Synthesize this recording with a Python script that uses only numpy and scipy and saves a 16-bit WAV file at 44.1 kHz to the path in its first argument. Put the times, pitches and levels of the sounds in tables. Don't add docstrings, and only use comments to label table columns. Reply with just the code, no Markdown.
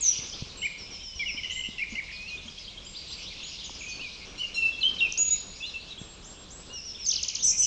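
import sys
import numpy as np
from scipy import signal
from scipy.fft import rfft, irfft, next_fast_len
from scipy.io import wavfile
from scipy.ndimage import uniform_filter1d

SR = 44100
rng = np.random.default_rng(int(sys.argv[2]) if len(sys.argv) > 2 else 0)


def wrap_up_sound(samples):
    columns = np.atleast_2d(samples).T
    tamed = np.clip(columns, -1, 1)
    steps = np.round(tamed * 32767).astype(np.int16)
    wavfile.write(sys.argv[1], SR, steps)


N = 337806
TIME = np.arange(N) / SR


def from_db(db):
    return 10 ** (np.asarray(db) / 20)


def rms_one(x):
    return x / np.sqrt(np.mean(x ** 2) + 1e-20)


def drift(rate, size):
    knots = rng.standard_normal(4096)
    return np.interp(np.arange(size) / SR * rate, np.arange(len(knots)), knots)


def coloured_noise(spectrum):
    hz, db = np.transpose(spectrum)
    fft_size = next_fast_len(N, True)
    bins = np.maximum(np.fft.rfftfreq(fft_size, 1 / SR), 1)
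    gain = from_db(np.interp(np.log(bins), np.log(hz), db))
    white = rng.standard_normal(N)
    return rms_one(irfft(rfft(white, fft_size) * gain)[:N])


def add(track, start, sound):
    at = int(np.clip(start * SR, 0, N))
    track[at:at + len(sound)] += sound[:N - at]


def contour(rows):
    s, *columns = np.transpose(rows)
    s = np.sort(s) + np.arange(len(s)) / SR
    t = np.arange(s[0], s[-1], 1 / SR)
    curves = [np.interp(t, s, column) for column in columns]
    return s[0], [uniform_filter1d(curve, size=110, mode="nearest") for curve in curves]


def arch(length, start_hz, middle_hz, end_hz):
    u = np.linspace(0, 1, max(int(length * SR), 20))
    bend = 2 * (2 * middle_hz - start_hz - end_hz)
    return start_hz + (end_hz - start_hz) * u + bend * u * (1 - u)


def syrinx(hz, waver=0.0036, waver_rate=400):
    return 2 * np.pi * np.cumsum(hz * (1 + waver * drift(waver_rate, len(hz)))) / SR


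def valve(size, edge_s=.002):
    return signal.windows.tukey(size, min(1, 2 * edge_s * SR / size))


def tone(hz, second_db=-27, throat_hz=7000):
    phase = syrinx(hz)
    second_gain = from_db(second_db) / (1 + (2 * hz / throat_hz) ** 4)
    return np.sin(phase) + second_gain * np.sin(2 * phase)


def slur(length, start_hz, middle_hz, end_hz, taper=0.87):
    hz = arch(length, start_hz, middle_hz, end_hz)
    return tone(hz) * signal.windows.tukey(len(hz), taper)


def slurs(table, taper):
    out = np.zeros(N)
    for start, length, start_hz, middle_hz, end_hz, db in table:
        add(out, start, from_db(db) * slur(length, start_hz, middle_hz, end_hz, taper))
    return out


def runs(table, taper):
    notes = []
    for start, stop, period, *note in table:
        notes += [(s, *note) for s in np.arange(start, stop, period)]
    return slurs(notes, taper)


def whistled(notes):
    out = np.zeros(N)
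    for note in notes:
        start, (hz, db) = contour(note)
        add(out, start, from_db(db) * tone(hz) * valve(len(hz)))
    return out


def motif(shape, events):
    return whistled([[(s + dt, ratio * hz, db + rel_db) for dt, hz, rel_db in shape]
                     for s, ratio, db in events])


def trees(x, low_t60, high_t60, first_s=0.005, split_hz=4500):
    t = TIME[:SR]
    low_pass = signal.butter(2, split_hz, fs=SR, output="sos")
    high_pass = signal.butter(2, split_hz, "high", fs=SR, output="sos")
    low = signal.sosfilt(low_pass, rng.standard_normal(SR)) * from_db(-60 * t / low_t60)
    high = signal.sosfilt(high_pass, rng.standard_normal(SR)) * from_db(-60 * t / high_t60)
    tail = (low + high) * np.clip(t / first_s - 1, 0, 1)
    return signal.fftconvolve(x, rms_one(tail) / np.sqrt(SR))[:N]


def echo(x, delay_s):
    return np.interp(TIME - delay_s, TIME, x, left=0)


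def far_twitter(count=1800, low_hz=2600, high_hz=6000, glide=.25):
    out = np.zeros(N)
    for when, pitch, length, rise, curve, strength in rng.random((count, 6)):
        hz = low_hz * (high_hz / low_hz) ** pitch
        bend = glide * np.sign(rise - .4)
        middle_hz = hz * (1 + glide * (curve - .5))
        note = slur(0.01 + .025 * length, hz * (1 - bend), middle_hz, hz * (1 + bend))
        add(out, when * N / SR, from_db(-24 * strength) * note)
    return rms_one(out)


# f/Hz, relative level/dB
CHORUS_COLOUR = [(1700, -14.5), (2200, 2.5), (3000, 4.5), (4500, 1), (6000, -1.5), (7000, -11.5),
                 (8500, -55.5)]
# t/s, level before CHORUS_DB/dB
CHORUS_LEVEL = [(0.0, -44), (0.45, -48), (0.64, -55.5), (2.41, -51), (2.79, -51.5), (3.2, -47), (3.88, -47),
                (4.46, -53), (4.93, -50.5), (5.37, -52.5), (5.76, -52), (6.31, -58.5), (6.98, -55.5),
                (7.25, -48), (7.42, -52.5), (7.66, -55.5)]
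CHORUS_DB = 4.5


def chorus():
    twitter = far_twitter()
    blur = from_db(-5) * twitter
    blur += from_db(-1.5) * trees(twitter, low_t60=0.24, high_t60=0.19)
    blur += from_db(-5.5) * coloured_noise(CHORUS_COLOUR)
    course_db = np.interp(TIME, *np.transpose(CHORUS_LEVEL))
    return from_db(CHORUS_DB + course_db + 0.53 * drift(13, N)) * rms_one(blur)


# f/Hz, relative level/dB
RUSTLE_COLOUR = [(100, -1.5), (280, -1), (450, -2), (800, -9.5), (1250, -9), (1800, -14), (4000, -58)]
# t/s, level before RUSTLE_DB/dB
RUSTLE_LEVEL = [(0.0, -55.5), (3.56, -57.5), (3.88, -54), (5.12, -51), (5.57, -57.5), (5.85, -56.5),
                (5.99, -54.5), (6.23, -51.5), (7.21, -57.5), (7.66, -55)]
RUSTLE_DB = -0.5


def rustle():
    course_db = np.interp(TIME, *np.transpose(RUSTLE_LEVEL))
    return from_db(RUSTLE_DB + course_db + 3.1 * drift(25, N)) * coloured_noise(RUSTLE_COLOUR)


# f/Hz, relative level/dB
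HUSH_COLOUR = [(12, -23), (20, 3.5), (65, 3), (124, -8.5), (197, -3.5), (260, -20.5), (498, -16.5),
               (904, -22), (1050, -16.5), (1220, -32.5), (1700, -32.5), (2210, -50.5), (3740, -120)]
HUSH_DB = -52


def hush():
    return from_db(HUSH_DB + 1.1 * drift(8.9, N)) * coloured_noise(HUSH_COLOUR)


def air():
    colour = [(500, -19.0), (1700, -1.5), (5000, -5.5), (7000, 2.0), (9000, -14)]  # f/Hz, level/dB
    return from_db(-60.5) * coloured_noise(colour)


# start t/s, length t/s, start f/Hz, middle f/Hz, end f/Hz, level/dB
SLURS = [ (.006, 0.021, 8240, 6980, 6550, -29.5), (.297, 0.0044, 6320, 5300, 4700, -33),
         (.324, .025, 3170, 3240, 3950, -37.5), (.616, 0.027, 2490, 3050, 2650, -30),
         (1.19, .03, 3030, 3374, 2970, -36), (1.366, 0.023, 2640, 3120, 2820, -34),
         (2.277, 0.033, 4460, 4240, 3850, -39.5), (3.99, 0.038, 2510, 2770, 3130, -36.5),
         (4.724, .035, 3560, 3320, 3420, -38), (5.123, 0.0034, 6500, 5990, 5270, -23),
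         (5.173, 0.0084, 4150, 5630, 6450, -29), (5.598, 0.073, 2545, 2740, 2980, -36.5),
         (5.622, 0.038, 3620, 3430, 4000, -33.5), (5.658, .05, 3700, 4150, 3250, -36.5),
         (5.903, 0.033, 3710, 3870, 3230, -36.5), (5.975, 0.026, 2970, 3370, 3230, -38.5),
         (6.69, 0.12, 2720, 2884, 2590, -43), (6.945, .021, 2980, 3620, 2900, -40),
         (7.05, .018, 5750, 4860, 4140, -30.5), (7.051, .016, 7830, 7100, 6500, -38.5),
         (7.102, 0.015, 2780, 3720, 3140, -32.5), (7.168, .035, 3460, 3100, 2460, -35),
         (7.385, .039, 2600, 3570, 3600, -39), (7.385, 0.045, 7000, 6230, 6120, -36), ]


def arched_slurs():
    return slurs(SLURS, taper=0.34)


# delay t/s, level against the direct sound/dB
NEAR_ECHOES = [(.012, -17), (0.0157, -12.5)]


def near_field(song):
    near = song + sum(from_db(db) * echo(song, s) for s, db in NEAR_ECHOES)
    near += from_db(-14) * trees(song, low_t60=.14, high_t60=.2)
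    near += from_db(-8.5) * trees(song, low_t60=0.98, high_t60=0.63)
    return near


# start t/s, length t/s, held f/Hz, end f/Hz, level/dB
DROOPS = [ (.024, .023, 6700, 5800, -22.5), (.048, 0.025, 6340, 5550, -19),
          (.175, 0.015, 5640, 4070, -32.5), (1.192, 0.052, 2363, 1993, -28),
          (1.255, .059, 2944, 1993, -29.5), (1.373, 0.032, 2370, 2080, -33.5),
          (2.299, .079, 2500, 2428, -38), (3.848, .11, 2510, 2427, -39.5),
          (4.017, 0.069, 2527, 2240, -37.5), (5.738, 0.038, 2688, 2645, -34),
          (7.062, .021, 6420, 5900, -24), (7.085, 0.016, 6230, 4980, -19), (7.157, 0.011, 5390, 3550, -22),
          ]
DROOP_POWER, DROOP_TAPER = 2.2, 0.28


def droops():
    out = np.zeros(N)
    for start, length, held_hz, end_hz, db in DROOPS:
        u = np.linspace(0, 1, int(length * SR))
        hz = held_hz + (end_hz - held_hz) * u ** DROOP_POWER
        swell = signal.windows.tukey(len(u), DROOP_TAPER)
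        add(out, start, from_db(db) * swell * tone(hz))
    return out


# t/s, f/Hz, rms level/dB
WHISTLES = [
    [(0.072, 6290, -25), (0.088, 5886, -17), (0.108, 5854, -24.5), (0.123, 5600, -26)],
    [(2.125, 2474, -42), (2.171, 2459, -46), (2.251, 2512, -43), (2.297, 2864, -41)],
    [(5.176, 6100, -25.5), (5.184, 6700, -26), (5.194, 6841, -23.5), (5.294, 6763, -27),
     (5.302, 6821, -31.5), (5.314, 6820, -23), (5.338, 6830, -25.5), (5.368, 6900, -36.5)],
]


def curved_whistles():
    return np.sqrt(2) * whistled(WHISTLES)


# start t/s, f/Hz, level/dB, decay t60/s
THUMPS = [(0.19, 134, -29.5, 0.026), (0.423, 132, -20, 0.03), (1.158, 60, -34, 0.097),
          (1.346, 258, -32.5, 0.02), (1.688, 205.2, -26.5, 0.023), (1.923, 223, -33, 0.1),
          (2.454, 228, -42.5, 0.25), (3.695, 920, -29, 0.01), (3.705, 300, -31, 0.011),
          (6.015, 172, -23.5, 0.016)]


def thumps():
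    out, t = np.zeros(N), TIME[:SR // 2]
    for start, hz, db, t60 in THUMPS:
        onset = 1 - np.exp(-t / 0.00045)
        add(out, start, from_db(db - 60 * t / t60) * np.sin(2 * np.pi * hz * t) * onset)
    return out


# start t/s, length t/s, held f/Hz, start below held (negative: above) f/Hz, held level/dB
THIN_WHISTLES = [(0.571, 0.1, 7560, 7, -44), (1.504, 0.11, 7470, 2498, -41.5),
                 (2.848, 0.081, 7520, 700, -47.5), (3.08, 0.069, 7600, 2, -51),
                 (3.432, 0.057, 6800, 301, -42), (5.986, 0.17, 7580, -11, -51.5),
                 (6.243, 0.13, 7530, 2495, -45.5), (6.504, 0.12, 7660, 2304, -44)]
SCOOP_S, SCOOP_DB = .009, 5


def thin_whistles():
    out = np.zeros(N)
    for start, length, held_hz, scoop_hz, db in THIN_WHISTLES:
        scoop = np.exp(-TIME[:int(length * SR)] / SCOOP_S)
        level = from_db(db + SCOOP_DB * np.sqrt(scoop))
        add(out, start, level * tone(held_hz - scoop_hz * scoop) * valve(len(scoop)))
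    return out


# delay t/s, level against their direct sound/dB
FAR_ECHOES = [(0.017, -11), (0.045, -26), (.063, -15)]


def far_field(calls):
    direct = calls + sum(from_db(db) * echo(calls, s) for s, db in FAR_ECHOES)
    return from_db(-3.5) * direct + from_db(-5.0) * trees(calls, low_t60=0.74, high_t60=0.47)


# t from its crest/s, f/Hz, relative level/dB
HOOK_SHAPE = [(-.033, 2156, -9.5), (-.012, 2226, -4.5), (0, 2480, 3.5), (.013, 1982, -8)]
HOOKS = [(.66, 0.99, -24.5), (1.829, 0.99, -25.5), (1.991, .94, -27.5)]


def hooks():
    return motif(HOOK_SHAPE, HOOKS)


# t from its start/s, f/Hz, relative level/dB
FALL_SHAPE = [(0, 5915, -12), (.012, 5720, -1.5), (.04, 5380, -1), (.064, 5170, -1), (.08, 4940, -13)]
FALLS = [(.778, 0.99, -37), (.904, 1, -36), (1.026, 0.99, -34.5), (1.151, 1.01, -35.5), (1.276, 1.0, -32.5),
         (6.727, 1.022, -33), (6.846, 1.015, -32.5), (6.991, 0.98, -32)]


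def far_falls():
    return motif(FALL_SHAPE, FALLS)


# start t/s, length t/s, start f/Hz, middle f/Hz, end f/Hz, level/dB
FAR_CALLS = [ (.9, .33, 3160, 3084, 2810, -46), (2.16, 0.013, 4300, 4300, 4100, -37),
             (2.866, 0.017, 4860, 4850, 4930, -39.5), (2.992, 0.013, 4930, 4600, 5060, -41),
             (3.64, 0.03, 7000, 6620, 5770, -37), (3.885, 0.021, 6150, 6240, 6660, -36.5),
             (3.91, 0.059, 4355, 4510, 4330, -35.5), (4.28, 0.062, 5630, 5670, 5780, -51.5),
             (5.3, 0.05, 3550, 3820, 4120, -36.5), ]


def far_calls():
    return slurs(FAR_CALLS, taper=0.25)


# start t/s, length t/s, pulse rate f/Hz, mid-pulse f/Hz, pulsing level/dB, lower level/dB
RASPS = [(1.432, 0.032, 95, 2960, -27.5, -37), (1.497, 0.034, 121, 2973, -26, -38),
         (1.557, 0.059, 63, 3010, -29.5, -36), (1.636, 0.037, 110, 2900, -27, -40),
         (1.781, 0.027, 92, 2764, -28, -36.5), (1.951, 0.013, 80, 2850, -29, -34),
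         (7.515, 0.052, 64, 2505, -40, -52), (7.619, .048, 300, 2970, -34.5, -65)]
RASP_SWEEP_HZ, LOWER_VOICE_HZ = 453, 2078


def rasps(rough=0.022, second_db=-15):
    out = np.zeros(N)
    for start, length, per_s, hz, pulse_db, lower_db in RASPS:
        size = int(length * SR)
        cycle = np.cumsum(per_s * (1 + 0.09 * drift(100, size))) / SR % 1
        upper_hz = (hz + RASP_SWEEP_HZ * (cycle - .5)) * (1 + rough * drift(700, size))
        pulses = np.sin(np.pi * cycle ** 0.76) ** 2 * tone(upper_hz, second_db)
        lower = tone(LOWER_VOICE_HZ * (1 + rough * drift(320, size)), second_db)
        add(out, start, from_db(pulse_db) * pulses * valve(size))
        add(out, start, from_db(lower_db) * lower * valve(size, edge_s=0.012))
    return out


# start t/s, stop t/s, period t/s, note length t/s,
# start f/Hz, middle f/Hz, end f/Hz, level/dB
RUNS = [ (2.078, 2.12, 0.025, 0.017, 2750, 2320, 1600, -41.5),
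        (3.805, 3.845, 0.026, .021, 2900, 2420, 2300, -37.5),
        (3.3, 3.45, 0.27, 0.039, 2200, 2410, 1800, -47),
        (2.945, 3.65, .159, 0.033, 3200, 3850, 4350, -39.5), ]


def paced_slurs():
    return runs(RUNS, taper=0.36)


# t from its start/s, f/Hz, relative level/dB
PIP_SHAPE = [(0, 3070, -8), (.006, 3230, 0), (.016, 3370, -7)]
PIPS = [(2.375, 1.1, -37), (2.478, 1, -34.5), (2.576, 1.01, -36), (2.676, 0.99, -35.5), (2.773, 1.0, -34.5),
        (2.861, 0.97, -39.5)]


def pips():
    return motif(PIP_SHAPE, PIPS)


# start t/s, stop t/s, period t/s, note length t/s,
# start f/Hz, middle f/Hz, end f/Hz, level/dB
FAR_RUNS = [(2.962, 3.2, .163, 0.02, 4930, 4720, 4280, -33),
            (3.787, 3.855, 0.023, 0.026, 7460, 6600, 6550, -40)]


def far_runs():
    return runs(FAR_RUNS, taper=0.36)


# start t/s, length t/s, start f/Hz, middle f/Hz, end f/Hz, cleared second partial level/dB,
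# overtone level before clearing/dB, clearing t from start/s, pitch roughness/1
NASAL_NOTES = [(4.375, 0.0854, 1375, 1472, 1370, -29, -39.5, 0.018, 0.024),
               (4.54, 0.161, 1377, 1346, 1324, -23.5, -32.5, 0.03, 0.0062)]
# partial number/1, relative level/dB
OVERTONES = [(1, -24), (3, -2), (4, -5), (5, -13), (6, -21.5)]
CLEARING_S, REED_LOSS_DB, NASAL_ONSET_DB = 0.0094, -13, -25.5


def nasal_notes(reed_waver=0.0037):
    out = np.zeros(N)
    for (start, length, start_hz, middle_hz, end_hz,
         second_db, overtone_db, clears, rough) in NASAL_NOTES:
        hz = arch(length, start_hz, middle_hz, end_hz)
        clear = .5 + .5 * np.tanh((TIME[:len(hz)] - clears) / (2 * CLEARING_S))
        phase = syrinx(hz * (1 + reed_waver * drift(61, len(hz))), waver=rough)
        overtones = sum(from_db(db) * np.sin(round(k) * phase) for k, db in OVERTONES)
        reedy = from_db(overtone_db + REED_LOSS_DB * clear ** 4) * overtones
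        second = from_db(second_db + NASAL_ONSET_DB * (1 - clear) ** 2) * np.sin(2 * phase)
        add(out, start, (second + reedy) * valve(len(hz), edge_s=0.0076))
    return out


# step t/s, held t/s, start f/Hz, middle f/Hz, end f/Hz, mid-tone level/dB
STEPS = [(4.833, 0.071, 2980, 3185, 3054, -19), (5.009, 0.066, 2754, 2700, 2414, -20)]
# t from it/s, ratio to start pitch/1, relative level/dB
STEP_LEAD = [(-.027, 1.55, -23), (-.017, 1.38, -10.5), (-.005, 1.35, -8)]
STEP_ONSET_DB, STEP_END_DB = 0.5, -10.5


def stepped_whistles():
    notes = []
    for s, held, start_hz, middle_hz, end_hz, db in STEPS:
        lead = [(s + dt, ratio * start_hz, db + rel_db) for dt, ratio, rel_db in STEP_LEAD]
        onset = (s, start_hz, db + STEP_ONSET_DB)
        middle = (s + held / 2, middle_hz, db)
        end = (s + held, end_hz, db + STEP_END_DB)
        notes.append(lead + [onset, middle, end])
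    return whistled(notes)


# t from its start/s, f/Hz, relative level/dB
WHIP_SHAPE = [(0, 7290, -11.5), (.006, 5940, -1.5), (.0095, 4536, -5.5), (.014, 3380, -24),
              (.02, 3130, -13), (.026, 2320, -29)]
WHIPS = [(7.109, 0.96, -16), (7.133, 0.94, -19.5), (7.228, 1.0, -18), (7.281, 1.0, -18.5),
         (7.349, 0.99, -19)]


def whips():
    return motif(WHIP_SHAPE, WHIPS)


# start t/s, length t/s, shake begins after t/s, level/dB
DUETS = [(7.424, .097, .042, -16), (7.572, .082, .053, -17)]
# slack f/Hz, taut f/Hz, slack relative level/dB, taut relative level/dB
DUET_VOICES = [(5050, 6050, -12, -1), (5800, 8040, 0.5, -17.5)]
DUET_RISE_S, DUET_RELAX_S = .027, 0.162
SHAKE_PER_S, SHAKE_DEPTH = 58, .8


def duets(attack_s=.009, unsteady=0.036):
    out = np.zeros(N)
    for start, length, shake_at, db in DUETS:
        t = TIME[:int(length * SR)]
        rise = np.sin(np.pi / 2 * np.minimum(t / DUET_RISE_S, 1)) ** 2
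        shaking = np.maximum(t - shake_at, 0)
        shake = 1 - SHAKE_DEPTH * np.sin(np.pi * SHAKE_PER_S * shaking) ** 2
        tension = rise * np.exp(-shaking / DUET_RELAX_S) * shake
        tension += unsteady * drift(70, len(t))
        pressure = from_db(db) * (1 - np.exp(-t / attack_s)) * valve(len(t))
        for slack_hz, taut_hz, slack_db, taut_db in DUET_VOICES:
            strength = from_db(slack_db + (taut_db - slack_db) * tension)
            voice = tone(slack_hz + (taut_hz - slack_hz) * tension)
            add(out, start, pressure * strength * voice)
    return out


def scene():
    background = chorus() + rustle() + hush() + air()
    song = arched_slurs() + droops() + curved_whistles() + hooks() + rasps() + paced_slurs()
    song += pips() + nasal_notes() + stepped_whistles() + whips() + duets()
    calls = thin_whistles() + far_falls() + far_calls() + far_runs()
    return background + near_field(song) + thumps() + far_field(calls)


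def record(dry):
    return signal.sosfilt(signal.ellip(10, .1, 80, 9000, fs=SR, output="sos"), dry)


dry = scene()
out = record(dry)
wrap_up_sound(out)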